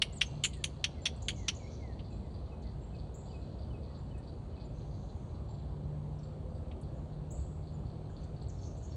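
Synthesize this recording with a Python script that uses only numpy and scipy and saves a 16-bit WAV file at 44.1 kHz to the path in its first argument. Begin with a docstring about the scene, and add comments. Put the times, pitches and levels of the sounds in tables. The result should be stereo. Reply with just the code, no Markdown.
"""A still swamp on a hand-held phone: far traffic rumbles, an engine hums as a wavering sine, air washes as noise.
Frogs blur across the water as sparse pulses in throat rings. Eight close crackling clicks, showers of snaps in a
small body, fill the first 1.5 s among dry twig ticks. Birds whistle as gliding tones, with hissy notes of narrow
noise and two rising chips. From 1.7 s single frogs call in paired rasps, and a two-part song repeats from 2.1 to
4.6 s. At 6.2 s comes a faint tone of narrow noise, then a bubble of rising pitch. Woods scatter echoes back."""
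import sys
import numpy as np
from scipy import signal
from scipy.fft import rfft, irfft
from scipy.io import wavfile
from scipy.ndimage import uniform_filter1d

SR = 44100
rng = np.random.default_rng(int(sys.argv[2]) if len(sys.argv) > 2 else 0)


def bounce(signal):
    """Save signal as a 16-bit WAV file at the path given by the first command-line argument."""
    frames = np.transpose(np.atleast_2d(signal))
    limited = np.clip(frames, -1, 1)
    pcm = np.round(limited * 32767).astype(np.int16)
    wavfile.write(sys.argv[1], SR, pcm)


N = 395136


def amp(db):
    """Decibels to gain."""
    return 10 ** (np.asarray(db) / 20)


def evened(x):
    """Scales to rms 1."""
    return x / np.sqrt(np.mean(x ** 2) + 1e-20)


def read(points, hz):
    """Reads a curve over pitch on a log-frequency axis."""
    f, value = np.transpose(points)
    return np.interp(np.log(hz + 1), np.log(f + 1), value)


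def add(mix, s, sound):
    """Mixes a sound in at s seconds."""
    part = mix[round(s * SR):][:len(sound)]
    part += sound[:len(part)]


def ring(x, hz, width):
    """A steep resonance of gain 1 at its centre: shift hz down to zero, smooth twice, shift back."""
    turn = np.exp(2j * np.pi * hz * np.arange(len(x)) / SR)
    r = np.exp(-np.pi * width / SR)
    smooth = signal.lfilter([(1 - r) ** 2], [1, -2 * r, r * r], x / turn)
    return 2 * (turn * smooth).real


def noise(spectrum, patchy_db, swell_db):
    """Random short-time spectra with drifting patches and one slow swell, scaled to rms 1."""
    frames, hz = N // 512 + 5, np.fft.rfftfreq(2048, 1 / SR)
    a, b, patches = rng.standard_normal((frames, 1025, 3)).T
    patches = uniform_filter1d(patches, size=20, axis=0)  # across pitch
    patches = evened(uniform_filter1d(patches, size=10, axis=1))  # along time
    swell = evened(uniform_filter1d(rng.standard_normal(frames), size=30))
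    level_db = read(spectrum, hz)[:, None] + patchy_db * patches + swell_db * swell
    z = (a + 1j * b) * amp(level_db - 0.0)
    return evened(signal.istft(z, nperseg=2048, noverlap=1536)[1][:N])


def tone(hz, overtone_db=-60):
    """A near-sine along a pitch curve, about rms 1 before its soft start and end."""
    turn = 2 * np.pi * np.cumsum(hz) / SR
    wave = np.sin(turn) + amp(overtone_db) * np.sin(2 * turn)
    return np.sqrt(2) * wave * signal.windows.tukey(len(hz), .6)


def engine_hum():
    """One engine order: a sine that wavers in pitch and level."""
    # far engine: start_s, pitch_hz, level_db
    hum_curve = [(0.0, 147.8, -58), (0.27, 146.7, -54), (0.35, 146, -46), (0.9, 146.5, -55),
                 (1.25, 148.5, -63), (1.54, 152.8, -78), (2.0, 148.7, -55), (4.52, 146.1, -56),
                 (4.91, 149.2, -48.5), (5.19, 148.6, -58.5), (5.96, 148.4, -41), (6.59, 149.3, -52),
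                 (7.26, 152, -46.5), (8.48, 152.9, -51.5), (8.68, 148, -55), (8.83, 148.6, -60),
                 (8.96, 144, -51)]
    t = np.arange(N) / SR
    s, hz, db = np.transpose(hum_curve)
    turn = 2 * np.pi * np.cumsum(np.interp(t, s, hz)) / SR
    return amp(np.interp(t, s, db)) * np.sqrt(2) * np.sin(turn)


def traffic():
    """Far road rumble of shaped noise, with the deepest engine note as a narrow band of noise."""
    # rumble loudness: start_s, level_db
    rumble_levels = [(0, -43), (3.32, -43), (3.77, -40), (3.87, -43), (8.46, -41.5), (8.96, -42.5)]
    # rumble spectrum before levelling: pitch_hz, relative_db_per_hz
    rumble_shape = [(15, -53), (25, -18), (39, -7.5), (60, 3), (130, -4), (156, -9.5), (182, -11.5),
                    (221, -16.5), (276, -18.5), (400, -18.5), (520, -58), (880, -120)]
    # deep engine drone: pitch_hz, width_hz, level_db
    deep_note = (60, 14, -51.5)
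    hz, width, db = deep_note
    drone = amp(db) * evened(ring(rng.standard_normal(N), hz, width))
    level = amp(np.interp(np.arange(N) / SR, *np.transpose(rumble_levels)))
    return drone + level * noise(rumble_shape, patchy_db=-0.47, swell_db=0.5)


def air_wash():
    """A faint wash of air: shaped noise with patches drifting through it."""
    # wash spectrum before levelling: pitch_hz, relative_db_per_hz
    wash_shape = [(120, -26), (200, 0.5), (302, -11), (504, -7.5), (687, -11), (1050, -19.5), (1990, -35.5),
                  (3150, -35.5), (4290, -37.5), (5100, -46), (7060, -44), (8670, -40), (9770, -48.5),
                  (10800, -68.5), (12000, -77), (15600, -104), (22000, -120)]
    return amp(-52.5) * noise(wash_shape, patchy_db=1.22, swell_db=0.0)


def air_difference():
    """Shaped noise that differs from left to right and widens the air."""
    # left-right spectrum before levelling: pitch_hz, relative_db_per_hz
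    wide_shape = [(59, -45), (100, -15), (322, 1), (595, 11.5), (1280, -7.5), (1800, -43.5), (2130, -55.5),
                  (2520, -52.5), (4020, -48), (4290, -34.5), (4770, -33), (5420, -56.5), (7450, -42.5),
                  (10900, -47), (16000, -36.5)]
    return amp(-59) * noise(wide_shape, patchy_db=1.0, swell_db=1.0)


def frogs():
    """Each tick is five uneven pulses into two rings of the vocal sac; a crowd of weaker ticks fills the gaps."""
    # two rasped ticks a call, across the water:
    # start_s, first_level_db, upper_ring_hz, gap_s, second_level_db
    calls = [(1.706, -66, 4750, .029, -58), (1.874, -62, 4200, 0.048, -56),
             (1.991, -56.5, 4600, 0.053, -53.5), (2.124, -59, 4070, .036, -61),
             (2.304, -61, 4650, .036, -56), (2.391, -57.5, 4050, 0.069, -58.5),
             (2.624, -54.5, 4400, 0.042, -51.5), (2.946, -56, 4500, 0.041, -52),
             (3.2, -63, 4150, 0.056, -57), (3.278, -57, 4640, 0.031, -53), (3.416, -56, 4200, .078, -57.5),
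             (3.587, -55, 4620, 0.034, -53), (3.761, -63, 4400, .073, -53.5),
             (3.908, -57, 4500, 0.037, -52.5), (4.229, -58, 4540, 0.044, -52.5),
             (4.494, -61, 4030, 0.07, -55), (4.555, -60, 4500, 0.044, -52), (4.771, -59, 4100, .039, -58),
             (4.908, -59, 4600, .033, -56), (5.029, -60, 4030, .059, -57), (5.29, -63, 4040, 0.053, -59),
             (5.486, -57, 4400, 0.052, -58), (5.586, -58.5, 4030, 0.057, -69),
             (5.759, -65, 4100, 0.075, -62), (6.231, -56, 4460, .04, -61), (6.499, -65, 4580, 0.051, -60),
             (6.832, -59.5, 4500, .05, -68), (7.124, -61, 4260, .05, -68), (7.361, -65, 4480, 0.032, -57),
             (7.623, -61, 4400, 0.049, -54.5), (7.852, -57, 4400, .045, -58), (7.95, -62, 4300, .033, -64),
             (8.053, -60.5, 4080, .05, -68), (8.166, -52.5, 4443, .063, -57.5),
             (8.362, -58, 4500, .051, -53.5), (8.464, -59, 4400, .05, -65), (8.589, -58, 4400, 0.041, -53),
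             (8.755, -61, 4400, .048, -61), (8.874, -60, 4350, 0.047, -53)]
    # steady blur of all the other frogs: start_s, level_db
    crowd_levels = [(0, -69), (.8, -70.5), (1.6, -69.5), (2.2, -77.5), (2.6, -83), (3.5, -77.5), (4.8, -81),
                    (6, -82), (7.5, -84), (8.96, -82)]
    pulse_s, pulse_fade_db, lower_ring_db = .0055, -2.1, -7
    answer_db, answer_rise_s, answer_t60_s = -14, .015, 0.29  # the crowd flares with each tick and dies away
    out, flare = np.zeros(N), np.zeros(N)
    t, order = np.arange(2000) / SR, np.arange(5)
    after = np.arange(SR // 2) / SR
    answer = np.minimum(after / answer_rise_s, 1) * amp(-60 * after / answer_t60_s) ** 2  # as power
    ticks = []
    for s, db, hz, gap, second_db in calls:
        ticks += [(s, db, hz), (s + gap, second_db, hz)]
    for (s, db, hz), (delay, weakness) in zip(ticks, rng.random((len(ticks), 2, 5))):
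        pulses = np.zeros(len(t))
        at = (SR * pulse_s * (order + .6 * delay)).astype(int)
        pulses[at] = amp(pulse_fade_db * order - 6.4 * weakness)
        rings = ring(pulses, hz, 440) + amp(lower_ring_db) * ring(pulses, 3650, 370)
        add(out, s, amp(db) * rings / ring(t == 0, hz, 440).max())
        add(flare, s, amp(db + answer_db) ** 2 * answer)
    pulses = amp(12 * rng.random(N)) * (rng.random(N) < 400 / SR)  # about 400 a second
    crowd = ring(pulses, 4393, 599.3) + ring(pulses, 4080, 500) + amp(-4.5) * ring(pulses, 3600, 450)
    steady = amp(np.interp(np.arange(N) / SR, *np.transpose(crowd_levels)))
    return out + np.sqrt(flare + steady ** 2) * evened(crowd)


def clicks():
    """Each click is a short shower of snaps ringing a small damped body, thinning out into a tail."""
    # close clicks, levels before the fade and bass cut; treble and top are relative to the main ring:
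    # start_s, level_db, main_ring_hz, treble_ring_hz, treble_db, top_db, crackle_s, tail_t60_s
    click_rows = [(0.018, -32.5, 2980, 5490, -8.5, -7.5, 0.0055, 0.048),
                  (0.2106, -32.5, 3130, 5550, -5.5, -13.5, 0.0086, 0.058),
                  (0.4362, -38.5, 3090, 7080, 3.5, -1.5, 0.019, 0.071),
                  (0.639, -39, 3100, 6410, 1, -1.5, 0.0033, 0.06),
                  (0.8405, -32.5, 3220, 5760, -5, -15, 0.0051, 0.045),
                  (1.0541, -36.5, 3360, 5680, -3, -11.5, 0.014, 0.061),
                  (1.283, -35.5, 3160, 6700, -5.5, -11, 0.0066, 0.064),
                  (1.4808, -34.5, 3000, 5780, 0, -14.5, 0.011, 0.041)]
    # strongest single snaps inside the clicks, peaks before the bass cut: start_s, peak_db, ring_hz
    snap_rows = [(.0209, -14, 3200), (.0233, -15, 2850), (.0260, -16, 2950), (.2137, -21, 3300),
                 (.2167, -13, 2750), (.2193, -14, 3100), (.4398, -19, 3200), (.4480, -19, 3100),
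                 (.4536, -19, 2900), (.6422, -20, 3400), (.6440, -18, 3200), (1.0590, -21, 3300),
                 (1.0634, -21, 3400), (1.0692, -18, 3100), (.8427, -18, 3240), (1.2846, -21, 3400),
                 (1.4846, -19, 3100)]
    # rings of the body common to all clicks: ring_hz, width_hz, relative_db
    body = [(1780, 3200, -9), (2400, 860, -7), (3760, 400, -12), (4400, 510, -7), (15000, 1500, -35.5)]
    out, t = np.zeros(N), np.arange(6000) / SR
    for s, db, hz, treble_hz, treble_db, top_db, length, t60 in click_rows:
        after = np.maximum(t - length, 0)
        tail = amp(-60 * after / t60) + amp(-8 - 60 * t / 0.12)
        fade = tail * np.minimum(t / 0.0016, 1)
        own_rings = [(hz, 550, 0), (treble_hz, 1000, treble_db), (9300, 2200, top_db)]
        for f, width, mode_db in own_rings + body:
            snaps = amp(2.68 * rng.exponential(1, len(t))) * rng.standard_normal(len(t))
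            shower = snaps * (rng.random(len(t)) < .2)
            add(out, s, amp(db + mode_db) * evened(ring(shower, f, width)) * fade)
    for s, db, hz in snap_rows:
        snap = ring(t[:400] == 0, hz, 1300)
        add(out, s - .0003, amp(db) * snap / snap.max())  # early, as the ring takes time to peak
    return signal.lfilter(*signal.butter(3, 1080, "high", fs=SR), out)  # a small body radiates no bass


def whistled_notes():
    """All whistles as rows: start_s, length_s, level_db, start_hz, middle_hz, end_hz."""
    # single notes: start_s, length_s, level_db, start_hz, middle_hz, end_hz
    single_notes = [(.122, 0.031, -54.5, 6250, 7900, 8600), (.144, 0.05, -54.5, 8700, 7860, 6270),
                    (.24, 0.051, -59, 5460, 6400, 5460), (1.013, 0.038, -67, 7200, 7200, 7250),
                    (1.56, 0.016, -53.5, 7280, 6720, 6100), (1.584, 0.086, -68.5, 2440, 2230, 2130),
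                    (1.655, 0.032, -66, 2100, 2250, 2570), (1.622, .085, -71.5, 5620, 5520, 5500),
                    (2.81, .052, -73, 7530, 7540, 7430), (3.97, 0.032, -74, 8000, 7294, 7060),
                    (4.64, .03, -77, 7200, 7150, 7040), (5.484, 0.044, -71, 7200, 7400, 7300),
                    (6.224, .032, -74, 8000, 7460, 7380), (7.73, 0.041, -74, 7300, 7100, 7000),
                    (8.481, 0.016, -60, 8400, 7200, 5900), (8.51, 0.25, -78.5, 5480, 5410, 5495),
                    (8.895, .065, -71, 5520, 5500, 5440)]
    # a low bird's falling whistles: start_s, length_s, level_db, start_hz
    fall_rows = [(.06, .13, -77, 2280), (0.46, .19, -74, 2280), (0.923, 0.11, -72, 2270),
                 (1.329, 0.19, -69.5, 2370), (1.781, 0.17, -67.5, 2295), (2.22, 0.074, -77, 2150),
                 (2.638, .06, -75, 2120), (3.886, .04, -74, 2020), (4.17, .04, -76, 1900)]
    # repeated two-part song: main_note_s, main_level_db, grace_level_db
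    song_rows = [(2.103, -72, -85), (2.51, -71.5, -80), (2.927, -69, -78), (3.327, -65.5, -73),
                 (3.732, -69, -73), (4.135, -69, -73), (4.56, -71, -79)]
    # the high grace note, ending where the main note starts: length_s, start_hz, middle_hz, end_hz
    grace = (.036, 3120, 2990, 2900)
    # the main note, which drops and levels out: length_s, start_hz, middle_hz, end_hz
    main_note = (.05, 2680, 2540, 2510)
    falls = []
    for s, length, db, hz in fall_rows:
        drop_hz = 3400 * length  # 3400 Hz per second
        falls.append((s, length, db, hz, hz - drop_hz / 2, hz - drop_hz))
    graces = [(s - grace[0], grace[0], db, *grace[1:]) for s, _, db in song_rows]
    mains = [(s, main_note[0], db, *main_note[1:]) for s, db, _ in song_rows]
    return single_notes + falls + graces + mains


def whistles():
    """Gliding bird tones, direct and as echo feed; louder whistlers are nearer and drier."""
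    direct, echo = np.zeros(N), np.zeros(N)
    for s, length, db, start_hz, middle_hz, end_hz in whistled_notes():
        u = np.linspace(-1, 1, round(length * SR))
        bend = u ** 2 * ((start_hz + end_hz) / 2 - middle_hz)
        arch = middle_hz + u * (end_hz - start_hz) / 2 + bend
        drift = uniform_filter1d(rng.standard_normal(len(u) + 600), size=400, mode="wrap")
        flutter = evened(drift)[:len(u)]
        add(direct, s, amp(db + 3.3 * flutter) * tone(arch))  # leaves and moving air shake the level
        add(echo, s, amp(-78 + 0.7 * (db + 72.5)) * tone(arch))
    return np.array([direct, echo])


def twigs():
    """Tiny dry ticks: brief fading noise through one broad resonance, passed twice."""
    # faint twig ticks, level at the onset: start_s, level_db, centre_hz, width_hz
    twig_rows = [(.533, -50, 3400, 2530), (.535, -52.5, 8200, 2000), (.567, -59, 8440, 1500),
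                 (1.163, -60, 8083, 1500), (1.992, -53.5, 2980, 2500), (2.621, -69, 6920, 4000),
                 (4.18, -64, 8530, 3000), (6.714, -55.5, 2860, 2513), (6.813, -61, 8950, 4990),
                 (8.095, -62, 1590, 500), (8.237, -66, 7460, 3020), (8.423, -66, 7700, 1200)]
    out, t = np.zeros(N), np.arange(1500) / SR
    for s, db, hz, width in twig_rows:
        band = ring(ring(rng.standard_normal(len(t)), hz, width), hz, width)
        add(out, s, amp(db - 60 * t / 0.079) * evened(band))
    return out


def buzzes():
    """Hissy bird notes of narrow noise, direct and as echo feed."""
    # level before the soft edges: start_s, level_db, centre_hz, length_s
    buzz_rows = [(1.219, -54.5, 7040, 0.015), (1.35, -62, 6430, 0.07), (1.546, -58, 6750, .012),
                 (1.695, -67, 5960, 0.074), (2.092, -75.5, 7400, .06), (4.73, -77, 6260, 0.086),
                 (4.8, -80.5, 6360, 0.32), (4.972, -83.5, 6830, 0.25), (5.152, -83, 6340, 0.2),
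                 (6.186, -69, 5530, 0.013), (6.522, -81, 8200, 0.097), (6.927, -80.5, 7060, 0.088),
                 (8.082, -79, 7100, 0.076), (8.198, -78, 6300, 0.055), (8.494, -59.5, 6430, 0.011),
                 (8.602, -65.5, 6300, .1), (8.766, -69, 7500, .03), (8.822, -64.5, 6600, 0.048)]
    direct, echo = np.zeros(N), np.zeros(N)
    for s, db, hz, length in buzz_rows:
        hiss = ring(rng.standard_normal(round(length * SR)), hz, 980)
        buzz = amp(db) * evened(hiss) * signal.windows.tukey(len(hiss), .5)
        add(direct, s, buzz)
        add(echo, s, amp(-3.0) * buzz)
    return np.array([direct, echo])


def chips():
    """A nearer bird's tones, rising fast and then levelling, with an overtone; direct and as echo feed."""
    # level of the echo feed before the soft edges: start_s, level_db, from_hz, to_hz, length_s
    chip_rows = [(3.139, -60, 6060, 7820, .022), (7.303, -56, 5870, 8040, 0.027)]
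    direct, echo = np.zeros(N), np.zeros(N)
    for s, db, from_hz, to_hz, length in chip_rows:
        u = np.linspace(0, 1, round(length * SR))
        rise = to_hz - (to_hz - from_hz) * (1 - u) ** 2.3
        chip = amp(db) * tone(rise, overtone_db=-8)
        add(direct, s, amp(-0.5) * chip)
        add(echo, s, chip)
    return np.array([direct, echo])


def low_tone():
    """A faint fuzzy low tone: noise in a very narrow resonance."""
    # level before the soft edges: start_s, length_s, level_db, pitch_hz
    fuzzy_note = (6.2, .58, -61, 510)
    out = np.zeros(N)
    s, length, db, hz = fuzzy_note
    fuzz = ring(rng.standard_normal(round(length * SR)), hz, 25)
    add(out, s, amp(db) * evened(fuzz) * signal.windows.tukey(len(fuzz), .4))
    return out


def bubble():
    """A bubble in the water whose pitch rises as it nears the surface."""
    # level before the soft edges: start_s, level_db, from_hz, to_hz, length_s
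    plop = (6.772, -54, 290, 480, .024)
    out = np.zeros(N)
    s, db, from_hz, to_hz, length = plop
    add(out, s, amp(db) * tone(np.geomspace(from_hz, to_hz, round(length * SR))))
    return out


def woods(x):
    """Trunks scatter sound back: sparse taps of random sign, each band dying at its own speed."""
    # decay of the echo among the trunks: pitch_hz, t60_s
    decay = [(1500, .6), (2500, 0.91), (4300, 0.41), (7500, 0.85), (15000, 0.12)]
    taps = np.zeros(SR)
    at = np.arange(100, SR - 20, 20) + rng.integers(0, 20, (SR - 101) // 20)
    taps[at] = rng.choice([-1., 1.], len(at))
    hz, t, z = signal.stft(taps, SR, nperseg=256)
    fade = amp(-60 * t / read(decay, hz)[:, None])
    tail = signal.istft(z * fade, SR, nperseg=256)[1]
    return signal.fftconvolve(x, tail / np.linalg.norm(tail))[:N]


def scene():
    """Sums the sources; the spacing of the two ports turns into a phase difference between left and right."""
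    # left-right difference at two ports a little apart, against the sum: pitch_hz, difference_db
    ports = [(900, -67), (1400, -3.5), (2100, -39), (4000, -50), (4700, -13.5), (5050, 4), (5400, -13.5),
             (5900, -31), (7200, -10.5), (9000, 2), (10800, 4), (12800, 21), (15500, 9.5)]
    direct, echo = whistles() + buzzes() + chips()
    chorus = frogs()
    near = clicks() + twigs()
    scattered = woods(amp(-30) * near + echo + amp(-5.0) * chorus)
    sound = near + direct + chorus + scattered + low_tone() + bubble()
    sound += engine_hum() + traffic() + air_wash()
    ratio = amp(read(ports, np.fft.rfftfreq(N, 1 / SR)))
    spectrum = rfft(sound) / np.sqrt(1 + ratio ** 2)  # what the difference gains, the sum loses
    mid = irfft(spectrum, N)
    side = irfft(-1j * ratio * spectrum, N)
    side += air_difference()
    side -= amp(-4.5) * ring(near, 1300, 800)  # the close source is off to the right; its lower ring shows it
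    return np.array([mid + side, mid - side])


def record(dry):
    """The small microphone loses the deepest bass; then the band limit of the recorder."""
    thinned = signal.sosfilt(signal.butter(4, 38, "high", fs=SR, output="sos"), dry)
    band_limit = signal.firwin(511, 15900, window=("kaiser", 9), fs=SR)
    return signal.oaconvolve(thinned, band_limit[None], "same")


dry = scene()
out = record(dry)
bounce(out)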